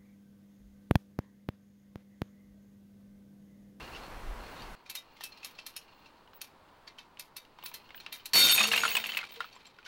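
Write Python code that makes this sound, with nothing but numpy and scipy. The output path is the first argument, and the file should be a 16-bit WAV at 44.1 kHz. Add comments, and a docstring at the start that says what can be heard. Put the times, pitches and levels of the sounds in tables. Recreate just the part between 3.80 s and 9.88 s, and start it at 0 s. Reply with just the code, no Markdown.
"""Two chain hoists, side by side, ratchet up load until their plastic test pieces snap, one just after the other.
Pawls click and hand chains slide; after the breaks steel hooks ring, slack chain rattles and clashes, and
a swinging hook knocks on the hollow plastic case of a scale. Each hoist's crash has its own limiter.
It opens outdoors by a fence, where hands set a hook in a close hush with one gust of wind;
the hoists then work over a faint, distant hush."""
import sys
import numpy as np
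from scipy import signal
from scipy.fft import rfft, irfft
from scipy.io import wavfile
from scipy.ndimage import uniform_filter1d, minimum_filter1d

SR = 44100
rng = np.random.default_rng(int(sys.argv[2]) if len(sys.argv) > 2 else 0)


def master_out(mix):
    """Clip the mix to full scale and print it as 16-bit PCM to the path in sys.argv[1]."""
    frames = np.transpose(np.atleast_2d(mix))
    ceiling = np.clip(frames, -1, 1)
    pcm = np.round(ceiling * 32767).astype(np.int16)
    wavfile.write(sys.argv[1], SR, pcm)


N = 267995
T = np.arange(N) / SR

# the two plastic pieces breaking: start_s, level_db
BREAKS = [(4.5345, -13.5), (4.553, -7)]
FIRST_BREAK_S = BREAKS[0][0]
# hook creaking and knocking against the scale's case: start_s, level_db, pitch_hz
CASE_KNOCKS = [(1.408, -35, 885), (2.476, -50, 2920), (2.5333, -41.5, 1050), (2.889, -54, 2820),
               (3.372, -43.5, 2870), (3.651, -46, 2880), (3.787, -37.5, 990), (3.827, -39, 2860),
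               (3.8376, -34, 1030), (3.915, -37.5, 970), (4.091, -44, 2970), (4.1056, -38, 2150),
               (4.1454, -34.5, 1580), (4.178, -39.5, 2920), (4.2633, -26.5, 2750), (4.6966, -13, 2820),
               (4.7785, -3.5, 2514), (4.802, -6, 2535), (4.8081, -17.5, 1190), (4.838, -11.5, 2670),
               (4.8533, -18, 2820), (4.916, -13, 2810), (4.9334, -14, 1770), (4.938, -11, 2520),
               (4.962, -16.5, 2730), (4.9766, -11.5, 2810), (5.035, -12, 1426), (5.052, -14, 1382),
               (5.079, -20, 2810), (5.115, -22, 2540), (5.152, -13.5, 2880), (5.168, -11.5, 2525),
               (5.24, -23, 2790), (5.2595, -25.5, 2700), (5.292, -25, 2680), (5.333, -33, 2160),
               (5.37, -17.5, 2575), (5.389, -24, 2550), (5.414, -29.5, 2130), (5.43, -31, 1415),
               (5.44, -31.5, 2300), (5.605, -21, 1410), (5.6433, -34, 1290), (5.763, -41.5, 993),
               (5.987, -39.5, 1434), (6.029, -50, 2500)]
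# modes of hoist body and chain, low to high: pitch_hz
HOIST_MODES = [2363, 2622, 3155, 3741, 4118, 4480, 5270, 5782, 6632, 7402, 8317, 8942, 9835, 10450, 10850,
               11840, 12240, 13440, 14710]
# tone of the shaken rig: frequency_hz, level_db
RIG_SPECTRUM = [(29, -74.5), (50, -13.5), (229, -7), (329, -9.5), (461, -6.5), (1330, -8), (2810, -4),
                (5670, -12), (10900, -18), (16000, -18.5)]


def amp(db):
    return 10 ** (np.asarray(db) / 20)


def unit_rms(x):
    return x / np.sqrt(np.mean(x ** 2) + 1e-20)


def fade(t, t60):
    return amp(-60 * t / t60)


def tone(t, hz, phase=0):
    return np.sin(2 * np.pi * hz * t + phase)


def resonate(x, hz, q):
    return signal.lfilter(*signal.iirpeak(hz, q, fs=SR), x)


def colour(x, spectrum):
    """Shape x by a spectrum in dB; unit power gain on white noise."""
    hz = np.arange(len(x) // 2 + 1) * SR / len(x) + 1
    points_hz, points_db = np.array(spectrum).T
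    gain = amp(np.interp(np.log(hz), np.log(points_hz), points_db))
    return irfft(rfft(x) * unit_rms(gain), len(x))


def split(x, hz):
    """Low and high band of x."""
    return [signal.sosfilt(signal.butter(4, hz, kind, fs=SR, output="sos"), x) for kind in ("low", "high")]


def add(out, start_s, sound):
    at = round(start_s * SR)
    out[at:at + len(sound)] += sound[:N - at]


def drift(per_s):
    """Glide between random values, per_s of them a second."""
    points = rng.standard_normal(int(N / SR * per_s) + 2)
    return np.interp(T * per_s, np.arange(len(points)), points)


def contacts(samples, per_s, t60):
    """Envelope of uneven short touches at random moments."""
    hits = (rng.random(samples) < per_s / SR) * amp(4.5 * np.minimum(rng.exponential(1, samples), 4))
    return signal.lfilter([1], [1, -fade(1 / SR, t60)], hits + 1e-18)


def swell_db(top_s, hold_s, top_db, rise, fall):
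    """Level that climbs, holds, then sinks; rise and fall in dB per second."""
    return top_db - rise * np.maximum(top_s - T, 0) - fall * np.maximum(T - top_s - hold_s, 0)


def limiter(x, ceiling=0.145):
    """Duck the gain for about a millisecond around each peak over the ceiling."""
    room = np.minimum(1, ceiling / (np.abs(x) + 1e-9))
    return x * uniform_filter1d(minimum_filter1d(room, 25), 13)


def air():
    """A close hush with one low, thumping gust gives way to a distant hush with a faint wavering hum."""
    # tone of the close and the distant hush: frequency_hz, level_db
    near_spectrum = [(24, -39), (40, -14.5), (124, -17), (600, -18.5), (990, -16.5), (7540, -42),
                     (16000, -45.5)]
    far_spectrum = [(24, 4), (40, -5), (226, -1), (680, -3.5), (965, 1), (2100, -12.5), (4460, -17),
                    (5580, -26), (14800, -34), (16000, -16)]
    near_until_s = 0.952
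    white = rng.standard_normal((2, N))
    gust_db = swell_db(top_s=0.58, hold_s=0, top_db=-42, rise=36, fall=75)
    wind = unit_rms(signal.sosfilt(signal.butter(3, [12, 45], "band", fs=SR, output="sos"), white[1]))
    wind *= amp(np.maximum(-53.5, gust_db) + 3 * drift(12))
    near = amp(-47.5) * colour(white[0], near_spectrum) + wind
    hum = amp(-14.5) * unit_rms(resonate(white[1], hz=943, q=18))
    far = amp(-61 + 0.72 * drift(3.04)) * (colour(white[0], far_spectrum) + hum)
    return np.where(T < near_until_s, near, far)


def hand_pull():
    """Strength of the hand on the chain, until the first break."""
    # pulls on the hand chain: top_s, hold_s, level_db
    pulls = [(0, 0.19, -56.5), (.65, 0.15, -60.5), (1.3, 0.87, -65), (3.85, 0.018, -59), (4.22, .35, -62.5)]
    return (T < FIRST_BREAK_S) * sum(amp(swell_db(*pull, rise=132, fall=55)) for pull in pulls)


def chain_slide():
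    """Links rub in dense small touches that sound the lower resonances of the hoist."""
    friction = (0.73 + contacts(N, per_s=257, t60=0.098)) * rng.standard_normal(N)
    rub = split(split(friction, 4600)[0], 880)[1]
    rings = sum(resonate(rub, hz, q=45) for hz in (2500, 2810, 2750, 4200, 4340))
    return hand_pull() * unit_rms(rub + 2.6 * rings)


def link_jingle():
    """The sliding chain and single jolts set small links jingling near the top of hearing."""
    # jolts to the links: start_s, level_db
    jolts = [(2.538, -56), (3.834, -48), (3.8694, -51), (4.15, -49), (4.363, -62), (5.0714, -42),
             (5.101, -34), (5.1388, -41), (5.178, -39), (5.285, -50), (5.345, -50), (5.5114, -49),
             (5.6, -65), (5.6466, -61)]
    # three close modes of the links: pitch_hz
    modes = [15300, 15600, 15750]
    t = T[:SR // 3]
    drive = amp(5 + 6 * drift(14)) * hand_pull() * rng.standard_normal(N)
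    for start_s, db in jolts:
        add(drive, start_s, amp(db + 27.5) * fade(t, 0.14) * rng.standard_normal(len(t)))
    return sum(resonate(resonate(drive + 1e-18, hz, q=230), hz, q=230) for hz in modes)


def ratchet():
    """The pawl drops and links seat: a scrape, a crunch of quick touches, a shiver of the hoist body."""
    # pawl dropping into the ratchet: start_s, level_db
    pawl_drops = [(1.0973, -34.5), (1.1519, -33), (1.4363, -33.5), (1.6461, -34.5), (1.8639, -36),
                  (1.964, -35), (2.6145, -35.5), (3.3950, -35.5), (3.5656, -35), (3.8582, -35.5),
                  (3.9402, -36), (4.3250, -34.5), (4.4564, -36.5)]
    # links and hooks seating on each other, duller than the pawl: start_s, level_db, pitch_hz, treble_db
    seatings = [(0.005, -43, 2690, -44), (0.135, -47.5, 2680, -64), (0.148, -42, 2930, -50),
                (0.159, -40, 2770, -47), (0.765, -46, 3750, -35), (0.795, -48.5, 3740, -42),
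                (0.8195, -41.5, 4600, -18), (1.061, -46.5, 2430, -21), (1.367, -49, 2130, -16),
                (1.408, -38.5, 1820, -13), (1.5205, -46.5, 4210, -59), (1.5737, -46.5, 4100, -17),
                (1.6303, -39.5, 2590, -21), (1.751, -50.5, 4300, -21), (1.787, -34.5, 2650, -28),
                (2.2588, -49.5, 2690, -24), (3.0755, -40, 4550, -25), (3.1847, -39, 3110, -19),
                (4.2, -40, 4200, -16), (4.397, -47.5, 3040, -34), (5.5575, -44, 3400, -20),
                (5.7266, -49, 4500, -19), (5.754, -51.5, 7450, -18), (5.854, -45.5, 4100, -18),
                (5.867, -47.5, 7540, -17), (6.05, -45.5, 3040, -18), (6.061, -39, 1490, -28)]
    # tone of the struck hoist body: frequency_hz, level_db
    body_spectrum = [(350, -24), (600, -6.5), (1830, 1), (2400, -0.5), (3940, 0.5), (5400, -3),
                     (7730, -15.5), (12000, -6.5), (16000, -14)]
    pawl_hz, pawl_low_hz, pawl_treble_db, scrape_s = 4300, 2650, 1, 0.0065
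    out, t = np.zeros(N), T[:SR // 4]
    scrape_rise = np.sqrt(t[t < scrape_s] / scrape_s)
    clicks = [(start_s, db, pawl_hz, pawl_treble_db) for start_s, db in pawl_drops]
    for start_s, db, hz, treble_db in clicks + seatings:
        # duller touches start softer and ring clearer
        attack = (1 - fade(t, 0.0024 + 0.00011 * abs(treble_db))) * (t < t[-1] - 0.02)
        ring = amp(7.5 - 0.2 * treble_db) * fade(t, 0.052) * tone(t, hz)
        crunch = 1 + 0.33 * contacts(len(t), per_s=100, t60=0.084)
        envelope = 1.48 * fade(t, 0.048) + amp(-8.5) * fade(t, 0.23) * crunch
        shiver = np.zeros(len(t))
        for mode_hz in [*HOIST_MODES, *rng.uniform(2000, 15500, size=30)]:   # main and lesser modes
            strength = amp(rng.normal(3 * (mode_hz in HOIST_MODES), 3))
            t60 = rng.uniform(0.4, 1.3) * 9.5 / np.sqrt(mode_hz)
            shiver += strength * fade(t, t60) * tone(t, mode_hz, 2 * np.pi * rng.random())
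        chatter = 1 + 0.4 * unit_rms(uniform_filter1d(rng.standard_normal(len(t)), 130))
        struck = envelope * rng.standard_normal(len(t)) + amp(-14) * chatter * shiver
        low, high = split(colour(struck, body_spectrum), 7150)
        treble = amp(treble_db + 8.5) * fade(t, 0.63) * high
        ring += (hz == pawl_hz) * amp(rng.normal(3, 2.5)) * fade(t, 0.045) * tone(t, pawl_low_hz)
        add(out, start_s, amp(db - 14) * attack * (low + treble + ring))
        scrape = scrape_rise * split(low[:len(scrape_rise)], 2000)[1]
        add(out, max(start_s - scrape_s, 0), amp(db - 21) * scrape)
    return out


def lone_rings():
    """A link pings under load; later the hollow case booms and the shackle sings as the scale swings."""
    # soft-edged single tones: start_s, level_db, pitch_hz, t60_s
    rings = [(1.168, -31, 3750, 0.092), (4.80, -39, 213.8, 0.78), (4.829, -24, 6650, 0.15),
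             (4.87, -41.5, 458, 1.13), (5.17, -51.5, 225.4, 0.6), (5.567, -44.5, 468, 0.2)]
    out, t = np.zeros(N), T[:SR // 2]
    for start_s, db, hz, t60 in rings:
        add(out, start_s, amp(db) * (1 - fade(t, 0.044)) * fade(t, t60) * tone(t, hz))
    return out


def case_knocks():
    """Hook on hollow plastic: a hard tick, a buzzing ring with a few side modes, and a dull tail."""
    loaded_t60_s, free_t60_s = 0.02, 0.043
    taps_from_s, taps_span_s, taps_per_s = 4.78, 0.69, 30
    out, t = np.zeros(N), T[:SR // 5]
    # between the loud knocks the swinging hook keeps tapping, ever softer
    chance = rng.random((round(taps_per_s * taps_span_s), 3))
    taps = [(taps_from_s + late_s, -21 - 10 * late_s - 8 * soft, 2000 + 1100 * pitch)
            for late_s, soft, pitch in chance * [taps_span_s, 1, 1]]
    attack = 1 - fade(t, 0.0006)
    for start_s, db, hz in CASE_KNOCKS + taps:
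        treble_db = -36 + 12 * np.log2(hz / 2700) + rng.normal(0, 4)   # lower knocks are duller
        buzz = 5.3 * uniform_filter1d(rng.standard_normal(len(t)), 90)
        ring = fade(t, loaded_t60_s if start_s < FIRST_BREAK_S else free_t60_s) * tone(t, hz, buzz)
        side_modes = amp(-16) * fade(t, 0.03) * sum(tone(t, f) for f in rng.uniform(900, 4200, 5))
        low, high = split(rng.standard_normal(len(t)), 4540)
        tick = amp(-1.5) * fade(t, 0.008) * low + amp(treble_db) * fade(t, 0.015) * high
        tail = amp(-15) * fade(t, 0.17) * colour(low, RIG_SPECTRUM)
        knock = attack * (ring + side_modes + tick + tail)
        add(out, start_s, amp(db - 3.5) * split(knock, 640)[1])
    return out


def link_clashes():
    """Swinging links collide: a short bright burst with the chain's high modes in it."""
    # collisions: start_s, level_db, pitch_hz
    clashes = [(4.829, -23, 6550), (4.873, -26, 12000), (4.9334, -32, 10150), (4.965, -26.5, 7500),
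               (5.035, -34, 6700), (5.088, -33.5, 10200), (5.151, -26, 8800), (5.167, -22, 7800),
               (5.267, -31, 12800), (5.3726, -27.5, 13200)]
    out, t = np.zeros(N), T[:SR // 8]
    envelope = (1 - fade(t, 0.0022)) * fade(t, 0.047)
    for start_s, db, pitch_hz in clashes:
        modes = sum(amp(rng.normal(-19, 5)) * tone(t, hz) for hz in HOIST_MODES[6:])
        burst = split(rng.standard_normal(len(t)), 5800)[1]
        ping = 1.56 * fade(t, 0.048) * tone(t, pitch_hz)
        add(out, start_s, amp(db - 7.5) * envelope * (burst + modes + ping))
    return out


def chain_rattle(start_s):
    """Uneven link contacts over a steadier shiver of the frame ping the chain's modes, then settle."""
    top_s = 4.619
    low_db = swell_db(top_s, hold_s=0, top_db=-29, rise=66, fall=32)
    high_db = swell_db(top_s, hold_s=0, top_db=-29.5, rise=0, fall=47)
    shaking = 0.55 + 2.6 * np.sqrt(contacts(N, per_s=120, t60=0.012))
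    low, high = split(colour(shaking * rng.standard_normal(N), RIG_SPECTRUM), 5000)
    low_pings = sum(amp(3.5 * drift(25)) * resonate(low, hz, q=35) for hz in HOIST_MODES[:6])
    high_pings = sum(amp(3.5 * drift(25)) * resonate(high, hz, q=120) for hz in HOIST_MODES[6:])
    clatter = amp(low_db) * unit_rms(low + 1.6 * low_pings)
    sizzle = amp(high_db) * unit_rms(high + 1.5 * high_pings)
    return (T > start_s) * (clatter + sizzle)


def steel_ring(part):
    """Each blow stops a steel part and starts it anew; loose contact makes every mode waver."""
    # ringing modes of each steel part: pitch_hz, level_db, t60_s
    hook = [(4441, 0, .3), (4221, -15, .2), (4620, -17, .3), (5572, -15, .2), (3892, -16, .3)]
    shackle = [(3671, 0, .4), (1433, -15, .6), (6607, -15, .5)]
    link = [(12679, 0, .3), (14930, -8, .3)]
    eye = [(6745, 0, .4), (8382, -1, .4), (10228, -4, .5)]
    frame = [(2385, -1, .2), (3030, 0, .2), (2130, -3, .2)]
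    # first blows after the breaks; a weak one all but mutes the part: start_s, part, level_db
    strikes = [(4.5341, "hook", -8.5), (4.553, "second hook", -10.5), (4.583, "second hook", -26),
               (4.556, "shackle", -13.5), (4.558, "link", -16.5), (4.556, "frame", -24),
               (4.561, "eye", -21), (4.58, "frame", -21), (4.59, "eye", -24.5), (4.6026, "hook", -14),
               (4.602, "shackle", -19), (4.625, "eye", -36), (4.631, "shackle", -3), (4.635, "link", -14),
               (4.6694, "hook", -43), (4.669, "shackle", -27.5), (4.6694, "link", -44),
               (4.694, "eye", -23.5), (4.6947, "hook", -21), (4.6944, "shackle", -12.5),
               (4.6944, "frame", -26.5), (4.716, "link", -18), (4.72, "shackle", -13.5),
               (4.742, "eye", -29), (4.747, "shackle", -31), (4.757, "link", -42),
               (4.774, "shackle", -25.5), (4.779, "hook", -30.5), (4.83, "hook", -29.5),
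               (4.898, "shackle", -41), (5.186, "shackle", -41.5)]
    # parts that case knocks also strike, ever weaker as the swing settles: part, level_db
    swing_db = {"hook": -36.5, "shackle": -42, "link": -45, "eye": -46.5}
    swing_from_s, swing_until_s, swing_db_per_s = 4.86, 5.38, -32
    modes = {"hook": hook, "second hook": hook, "shackle": shackle,
             "link": link, "eye": eye, "frame": frame}[part]
    first = [(s, db) for s, struck, db in strikes if struck == part]
    later = [(s, swing_db[part] + swing_db_per_s * (s - swing_from_s) + rng.normal(0, 4.5))
             for s, _, _ in CASE_KNOCKS if part in swing_db and swing_from_s < s < swing_until_s]
    blow_s, blow_db = np.array(sorted(first + later)).T
    latest = np.maximum(np.searchsorted(blow_s, T) - 1, 0)
    since_s = np.maximum(T - blow_s[latest], 0)
    out = np.zeros(N)
    for k, (hz, db, t60) in enumerate(modes):
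        phase = rng.uniform(0, 2 * np.pi, len(blow_s))[latest] + 0.65 * drift(170)
        varies = k > 0 or part in ("eye", "frame")   # these modes depend on where the blow lands
        waver_db = 3 * drift(60) + varies * rng.normal(0, 2.5, len(blow_s))[latest]
        out += amp(blow_db[latest] + db + waver_db) * fade(since_s, t60) * tone(T, hz, phase)
    final_damping = fade(np.maximum(T - blow_s[-1], 0), 0.65)
    return (T > blow_s[0]) * final_damping * out


def plastic_snap(start_s, db):
    """The plastic tears in a wide crack of noise with a darker tail."""
    out, t = np.zeros(N), T[:SR // 2]
    noise = rng.standard_normal(len(t))
    crack = fade(t, 0.05) * split(noise, 490)[1]
    tail = amp(-7) * fade(t, 0.22) * colour(noise, RIG_SPECTRUM)
    add(out, start_s, amp(db) * (crack + tail))
    return out


def scene():
    """Two separately limited crashes over the ratchet, the hand chain and the air, in mono."""
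    first = plastic_snap(*BREAKS[0]) + steel_ring("hook") + chain_rattle(FIRST_BREAK_S)
    first += case_knocks() + lone_rings()
    steel = sum(steel_ring(part) for part in ("second hook", "shackle", "link", "eye", "frame"))
    second = plastic_snap(*BREAKS[1]) + steel + chain_rattle(BREAKS[1][0]) + link_clashes()
    return (limiter(first) + limiter(second) + ratchet() + chain_slide() + link_jingle() + air())[None]


def record(dry):
    """A steep low-pass takes off the very top."""
    stop_hz = 16400
    return signal.sosfilt(signal.cheby2(14, 55, stop_hz, fs=SR, output="sos"), dry)


dry = scene()
out = record(dry)
master_out(out)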